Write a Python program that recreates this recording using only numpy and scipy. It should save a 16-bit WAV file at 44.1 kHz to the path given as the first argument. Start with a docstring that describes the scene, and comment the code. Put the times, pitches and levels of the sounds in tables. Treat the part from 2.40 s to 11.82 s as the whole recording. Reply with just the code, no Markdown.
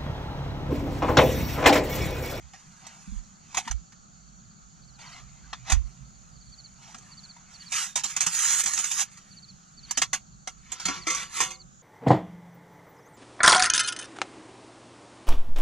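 """Unpacking a camp table at dusk

On a campsite lawn, hands lift a nylon sack, undo its cord, slide out a folded sheet-metal table and
open it. Cloth and metal crackle and scrape by stick-slip friction; knocks ring the panels' modes.
Puffs of air hit the right microphone port, and crickets chirp with their wings over a far hum."""
import sys
import numpy as np
from scipy import signal
from scipy.fft import rfft, irfft, next_fast_len
from scipy.io import wavfile
from scipy.ndimage import uniform_filter1d

SR = 44100
rng = np.random.default_rng(int(sys.argv[2]) if len(sys.argv) > 2 else 0)


def transcribe(u):
    """Save the signal u as a 16-bit wav file named by the first command-line argument.

    u: samples, shape (n,) or (channels, n), limited to [-1, 1]; the rate is SR.
    q: integer samples, one column per channel.
    """
    v = np.clip(np.atleast_2d(u).T, -1, 1)
    q = np.round(v * 32767).astype(np.int16)
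    wavfile.write(sys.argv[1], SR, q)


N = 415422
FFT_SIZE = next_fast_len(N)
T, HZ = np.arange(N) / SR, np.fft.rfftfreq(FFT_SIZE, 1 / SR)
PULL_S, BARE_S, OPEN_S = 5.2, 7.3, 8.25  # the table starts to leave the sack; is out; is unfolded


def sack_and_table():
    """Source and filter: friction and impacts excite a treble band, a body band and the panel modes."""
    # Spectra and tints. Each row: frequency in Hz, relative level in dB.
    fizz = [(2500, -21.5), (3500, -21), (5000, -13.5), (6100, -1.5), (6900, 5), (8000, -4), (10500, -15.5),
            (13800, -31), (15000, -40), (15900, -74)]  # treble of rubbing, with the port resonance
    hollow = [(150, -17), (250, -11.5), (475, -24.5), (742, 1.5), (890, -0.5), (1340, 1), (1530, -1),
              (2080, 2.5), (4500, -1), (5850, -0.5), (9900, -120)]  # body of the sack and table
    scrape = [(300, -16), (800, -10), (1250, 1), (6500, -2.5), (11000, 4)]  # sliding metal is thinner and brighter than a knock
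    muffled = [(350, 4.5), (1200, 0.5), (3500, -5)]  # the closed sack dulls the body
    flutter_db = .7 * drift(.008) + .7 * drift(.03)
    treble, body = gain_of(rubbing() + flutter_db)
    snap, struck = knocks()
    grit = creased(slips(per_s=24000, spread_db=1.2), patchy_db=4)
    pulled = T > PULL_S
    slide = colour(grit * treble * pulled, fizz, scrape) + colour(grit * body * pulled, hollow, scrape)
    packed = colour(grit * np.sqrt(body ** 2 + struck) * ~pulled, hollow, muffled)
    crackle = colour(grit * np.sqrt(snap + treble ** 2 * ~pulled), fizz)
    clatter = colour(grit * np.sqrt(struck) * pulled, hollow)
    drive = grit[0] * np.sqrt(struck + 0.092 * body ** 2)  # blows ring the metal more than rubbing does
    folded = gain_of(-15) * panels(drive, BARE_S, OPEN_S, t60_at_1k=.09)  # stacked panels damp each other
    unfolded = gain_of(0.5) * panels(drive, OPEN_S, T[-1], t60_at_1k=0.33)
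    return ports(slide + packed + crackle + clatter + folded + unfolded + thuds())


def rubbing():
    """Incoherent sources add in power: strokes over a faint rustle give treble and body levels in dB."""
    # Strokes of cloth, cord and panels. Each row: time of full pressure and hold in seconds,
    # treble and body levels in dB, rise and fade in dB per second.
    strokes = [(0.195, 0.21, -63.5, -62, 120, 100), (0.456, 0.022, -65, -49, 206, 116),
               (0.535, 0.24, -59.5, -61.5, 100, 200), (1.143, 0.017, -57, -49.5, 193, 133),
               (1.256, 0.015, -54, -48, 500, 203), (2.593, 0.2, -58, -48, 1500, 233),
               (3.29, 0.044, -47.5, -34.5, 504, 400), (4.437, 0.074, -58, -52, 250, 155),
               (4.603, 0.24, -62.5, -60, 60, 64), (5.145, 0.2, -58, -56.5, 202, 156),
               (5.347, 0.084, -29.5, -33, 518, 246), (5.701, .01, -39, -43.5, 700, 202),
               (5.807, 0.023, -51, -41.5, 127, 104), (5.95, 0.19, -24.5, -33, 300, 310),
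               (6.199, 0.0081, -19.5, -30.5, 207, 702), (6.283, 0.337, -33, -43.5, 300, 1004),
               (6.588, 0.036, -26, -33.5, 300, 799), (6.727, .01, -55, -58, 500, 304),
               (7.515, 0.017, -57, -50.5, 180, 115), (8.356, 0.14, -57, -46.5, 136, 300),
               (8.459, 0.095, -49, -40.5, 500, 142), (8.747, 0.084, -40.5, -36, 195, 300),
               (8.966, 0.03, -32, -34, 314, 212)]
    # Rustle of hands and sleeves. Each row: time in seconds, treble and body levels in dB.
    fidget = [(0, -70, -61.5), (1.2, -68, -66.5), (1.5, -87, -76), (2.5, -75, -69.5), (3.1, -70, -58.5),
              (3.5, -68, -63), (3.8, -72, -68.5), (4.3, -69, -66.5), (6.5, -77, -54), (6.9, -66, -65),
              (7.5, -75, -71.5), (8.0, -85, -102), (8.3, -69, -76), (9.42, -94, -88)]
    s, treble_db, body_db = np.transpose(fidget)
    power = gain_of(2 * np.array([np.interp(T, s, treble_db), np.interp(T, s, body_db)]))
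    for s, hold, treble_db, body_db, rise, fade in strokes:
        begin = max(s - .5, 0)
        t = T[:SR] + begin - s
        down_db = np.maximum(0, np.maximum(-rise * t, fade * (t - hold)))
        add(power, begin, gain_of(2 * (np.array([[treble_db], [body_db]]) - down_db)))
    return 10 * np.log10(power)


def knocks():
    """Impact decay: each blow rattles briefly and dies, giving treble and body power envelopes."""
    # Each row: start in seconds, treble level in dB, body relative to it in dB, 60 dB decay in seconds.
    blows = [(0.1337, -54, 10.5, 0.14), (0.466, -39.5, -3, 0.052), (1.145, -35, 4.5, 0.1),
             (1.1697, -24.5, 3, 0.1), (1.2747, -40.5, 7.5, 0.083), (1.3114, -31, 0.5, 0.049),
             (1.521, -55.5, 8.5, 0.062), (3.1294, -46.5, 18, 0.061), (3.2986, -27.5, 3, 0.11),
             (3.3193, -21.5, 1.5, 0.066), (4.545, -45, 10, 0.051), (4.582, -47, -10, 0.06),
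             (4.965, -55, 6, 0.047), (5.32, -32, -2, 0.11), (5.5564, -21, -8.5, 0.11),
             (5.572, -34.5, 2, 0.13), (5.6357, -25, -9, 0.13), (5.764, -22.5, -9, 0.069),
             (5.8052, -18.5, -11.5, 0.12), (5.864, -18.5, -8, 0.075), (6.236, -24, -15, 0.068),
             (6.258, -23.5, -7.5, 0.11), (6.334, -26.5, -22, 0.088), (6.375, -26, -3.5, 0.043),
             (6.388, -24, -13, 0.068), (6.441, -29.5, -4.5, 0.057), (6.512, -28.5, -8, 0.087),
             (6.538, -37, -9, 0.042), (6.607, -27, -12, 0.048), (6.772, -47.5, -5, 0.074),
             (7.5088, -20, -17.5, 0.045), (7.5727, -19.5, -3, 0.067), (7.6171, -20, 0.5, 0.075),
             (7.7302, -23.5, -3, 0.1), (8.073, -34.5, 0.5, 0.08), (8.318, -29, -10, 0.071),
             (8.398, -39, -2.5, 0.099), (8.4533, -25, -4.5, 0.079), (8.4828, -36.5, 6, 0.12),
             (8.6685, -28.5, -2.5, 0.13), (8.701, -25.5, -6, 0.098), (8.7475, -30.5, -29, 0.066),
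             (9.003, -20, -7, 0.15), (9.105, -40, -2.5, 0.1)]
    t, snap, struck = T[:SR // 4], np.zeros(N), np.zeros(N)
    for s, db, body_db, t60 in blows:
        power = gain_of(2 * (db - 60 * (t / t60) ** 1.204)) * np.minimum(t / 0.0028, 1)
        add(snap, s, power)
        add(struck, s, power * gain_of(2 * body_db))
    return snap, struck


def slips(per_s, spread_db):
    """Stick-slip friction: dense clicks of uneven size, in two independent strands."""
    size = gain_of(spread_db * np.minimum(rng.exponential(1, N), 4))
    slipping = rng.random(N) < per_s / SR
    return unit_rms(size * slipping * rng.standard_normal((2, N)))


def creased(x, patchy_db):
    """Shifting folds and contacts make resonances come and go; the ports lose coherence in the treble."""
    hz, _, z = signal.stft(x, SR, nperseg=512, noverlap=384)
    coherence = read([(3000, 1.0), (14000, 0.48)], hz)[:, None]
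    patches = smooth_patches(rng.standard_normal(z.shape[:0:-1]).T, bins=2, frames=20)
    z = cohere(z[0], z[1], coherence) * gain_of(patchy_db * patches)
    return unit_rms(signal.istft(z, nperseg=512, noverlap=384)[1][:, :N])


def panels(drive, start, end, t60_at_1k):
    """Modal resonance: two leaves make each mode a close pair; shifting grip varies their strengths."""
    # Modes of the metal panels. Each row: frequency in Hz, relative level in dB.
    modes = [(358, -10.5), (515, -11.5), (760, -10), (1000, -3), (1131, 1), (1358, 0), (1980, -12),
             (2150, 2.5), (2810, -5), (3487, 5), (4600, 4.5), (6250, 4), (6590, 0)]
    split, grip_db, grip_s = 1.025, 3, .15
    t, part, out = T[:SR // 3], slice(round(start * SR), round(end * SR)), np.zeros(N)
    hz, db = np.transpose(modes)
    hz, db = np.r_[hz, hz * split][:, None], np.r_[db, db - 3.0][:, None]
    t60 = t60_at_1k * (1000 / hz) ** .5
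    rings = gain_of(db - 60 * t / t60) * np.sin(2 * np.pi * hz * t)
    knots = np.arange(start, end + grip_s, grip_s)
    grips = grip_db * rng.standard_normal((len(knots), len(hz))).T
    for ring, grip in zip(rings / np.linalg.norm(rings), grips):
        gripped = drive[part] * gain_of(np.interp(T[part], knots, grip))
        add(out, start, signal.fftconvolve(gripped, ring))
    return out


def thuds():
    """Damped oscillation: each thud or ping is one hollow mode, and higher ones die sooner."""
    # Each row: start in seconds, level in dB, frequency in Hz.
    hits = [(.137, -43, 780), (.675, -34, 191), (.72, -33, 203), (1.172, -26.5, 729), (1.265, -37.5, 222),
            (1.312, -22.5, 6080), (3.325, -39, 209), (4.545, -47, 226), (4.965, -46.5, 955),
            (5.866, -34, 170.7), (7.575, -35.5, 261), (7.618, -32, 776), (7.62, -19, 2130),
            (7.732, -34, 750), (7.734, -25, 2030), (8.074, -36.5, 753), (8.455, -32, 181),
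            (8.485, -28, 278), (8.565, -39.5, 173), (8.669, -28.5, 320), (9.003, -20, 1064)]
    out, t = np.zeros(N), T[:SR // 4]
    for s, db, hz in hits:
        t60 = 2.14 / hz ** .5
        add(out, s, gain_of(db - 60 * t / t60) * np.sin(2 * np.pi * hz * t) * np.minimum(t * hz, 1))
    return out


def ports(x):
    """Near-field pickup: each microphone port hears a close sound with its own level and phase."""
    # Each row: frequency in Hz, left minus right level in dB.
    level_gap = [(300, -1), (700, -2), (1300, 5), (2400, 1), (4400, 0), (6600, -11.5), (9000, -1),
                 (15000, -3)]
    # Each row: frequency in Hz, phase lead of the left port in radians.
    phase_lead = [(300, 1.5), (780, 0.85), (2580, 0.85), (5430, -2), (6630, 1.55), (7670, 4), (12000, 4.5)]
    half = gain_of(read(level_gap, HZ) / 2) * np.exp(.5j * read(phase_lead, HZ))
    return filtered(x, np.array([half, 1 / half]))


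def air():
    """Pressure fluctuations, mainly at the right port; each puff rings the microphone's low corner."""
    # Air moving over the port. Each row: time in seconds, relative level in dB.
    breeze = [(0, -46), (.2, -82), (1.9, -63.5), (2.9, -53.5), (4.1, -54), (4.9, -77), (6.8, -90),
              (7.6, -59), (8.1, -65), (8.8, -57), (9.42, -65)]
    # Air pushed by the sack and arms. Each row: start in seconds, level in dB, frequency in Hz.
    pushes = [(.038, -32.5, 64), (.681, -27, 53.3), (.714, -22, 42.4), (0.761, -18, 41), (1.302, -16, 49.7),
              (1.339, -14.5, 53.7), (3.323, -3, 59), (3.363, -4.5, 53.8), (3.399, -19, 64.5),
              (3.435, -20, 46.6)]
    # Each row: frequency in Hz, relative level in dB.
    spectrum = [(12, -43.0), (30, -41.0), (52, 2.5), (90, -28.5), (130, -4.0), (300, -65)]
    s, db = np.transpose(breeze)
    rumble = colour(rng.standard_normal((2, N)), spectrum)
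    gusts_db = 3 * drift(.05)
    rumble *= gain_of(np.interp(T, s, db) + gusts_db + np.array([[-4], [4.5]]))
    puffs, t = np.zeros(N), T[:SR // 2]
    for s, db, hz in pushes:
        envelope = gain_of(db - 60 * t / 0.17) * np.minimum(t / 0.012, 1)
        add(puffs, s, envelope * np.sin(2 * np.pi * hz * t))
    return rumble + puffs * np.array([[.16], [-1]])


def crickets():
    """Stridulation: runs of wing strokes from nearby crickets and five far ones."""
    # Near chirps. Each row: times of the first and last strokes in seconds, relative level in dB.
    chirps = [(2.414, 2.538, -57), (2.597, 2.721, -49), (3.953, 4.058, -56), (4.12, 4.24, -46.5),
              (4.714, 4.891, -45.5), (5.14, 5.261, -44.5), (6.909, 7.082, -47), (7.372, 7.549, -45.5),
              (8.559, 8.614, -43.5), (9.075, 9.196, -47)]
    spacing_s = .059
    near, far = np.zeros(N), np.zeros((2, N))
    for first, last, db in chirps:
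        for s in np.linspace(first, last, round((last - first) / spacing_s) + 1):
            weak_db = -2.5 * (s == first)  # the opening stroke is the softest
            stroke = wing_stroke(rng.normal(1, 0.015), rng.normal(1, 0.0018))
            add(near, s - .006, gain_of(db + weak_db) * stroke)
    for period_s in np.linspace(.24, .33, num=5):
        pan_db = 3 * rng.standard_normal() * np.array([[1], [-1]])
        for s in np.arange(rng.random() * period_s, N / SR - .3, period_s):
            for k in range(4):
                gain = gain_of(rng.normal(-69, 2) + pan_db)
                add(far, s + spacing_s * k, gain * wing_stroke(0.94, rng.normal(1, 0.0161)))
    return near * gain_of([[-1.5], [1.5]]) + far


def wing_stroke(stretch, hz_factor):
    """Interference: a tone that falls as the wing closes beats against its ground echo."""
    # Each row: nominal time in seconds, nominal pitch in Hz.
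    glide = [(0, 4660), (0.017, 4543), (.026, 4318), (.034, 3970)]
    s, hz = np.transpose(glide)
    t = T[:round(s[-1] * stretch * SR)]
    pitch = hz_factor * np.interp(t, s * stretch, hz)
    envelope = (t / t[-1]) ** 0.46 * signal.windows.tukey(len(t), .3)
    tone = envelope * np.sin(2 * np.pi * np.cumsum(pitch) / SR)
    lag = round(0.0046 * SR)
    return np.pad(tone, (0, lag)) + 0.76 * np.pad(tone, (lag, 0))


def night():
    """Partly coherent noise: far hum and insect hiss, with drifting patches in the spectrum."""
    # Each row: frequency in Hz, relative level in dB.
    spectrum = [(70, -6), (120, -5), (170, 5), (260, -14), (480, -22), (780, -12.5), (1000, -18.5),
                (1300, -9.5), (2000, -28.5), (5200, -24.5), (6900, -7.5), (8400, -35), (15900, -55.5)]
    # Each row: frequency in Hz, left-right correlation from -1 to 1.
    correlation = [(60, 0.93), (240, 0.34), (950, -0.88), (3770, 0.66), (15000, -0.76)]
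    level_db = -55.5 + np.array([[.7], [2.5]])  # left, right
    frames, hz = N // 256 + 5, np.fft.rfftfreq(1024, 1 / SR)
    re1, im1, re2, im2, chance = rng.standard_normal((frames, 513, 5)).T
    z = cohere(re1 + 1j * im1, re2 + 1j * im2, read(correlation, hz)[:, None])
    z *= gain_of(read(spectrum, hz)[:, None] + 1.4 * smooth_patches(chance, bins=10, frames=14))
    return gain_of(level_db) * unit_rms(signal.istft(z, nperseg=1024, noverlap=768)[1][:, :N])


def cohere(left, other, correlation):
    """Partial coherence: two independent noises mix into a correlated stereo pair."""
    return np.array([left, correlation * left + np.sqrt(1 - correlation ** 2) * other])


def smooth_patches(noise, bins, frames):
    """Averaging over frequency and time turns noise into patches of rms 1."""
    return unit_rms(uniform_filter1d(uniform_filter1d(noise, bins, axis=0), frames, axis=1))


def drift(width_s):
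    """Low-passed noise: a slow random wander of rms 1."""
    size = round(width_s * SR)
    return unit_rms(uniform_filter1d(uniform_filter1d(rng.standard_normal(N), size), size))


def colour(x, spectrum, tint=((1, 0),)):
    """Spectral shaping by a curve that keeps white noise at its rms, then by a tint."""
    return filtered(x, unit_rms(gain_of(read(spectrum, HZ))) * gain_of(read(tint, HZ)))


def filtered(x, gain):
    """Linear filtering by a gain given at the frequencies HZ."""
    return irfft(rfft(x, FFT_SIZE) * gain, FFT_SIZE)[..., :N]


def read(points, hz):
    """Interpolation on a log-frequency axis."""
    f, value = np.transpose(points)
    return np.interp(np.log(hz + 1), np.log(f + 1), value)


def add(mix, s, sound):
    """Superposition of a sound on the mix, starting at s seconds."""
    part = mix[..., round(s * SR):][..., :sound.shape[-1]]
    part += sound[..., :part.shape[-1]]


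def gain_of(db):
    """Decibels to amplitude ratio."""
    return 10 ** (np.asarray(db) / 20)


def unit_rms(x):
    """Normalisation to rms 1."""
    return x / np.sqrt(np.mean(x ** 2) + 1e-20)


def scene():
    """Superposition of all sources, in stereo."""
    return sack_and_table() + crickets() + air() + night()


def record(dry):
    """Band limiting: a steep low-pass filter removes the highest treble."""
    lowpass = signal.firwin(511, cutoff=15950, window=("kaiser", 9), fs=SR)
    return signal.oaconvolve(dry, lowpass[None], "same")


dry = scene()
out = record(dry)
transcribe(out)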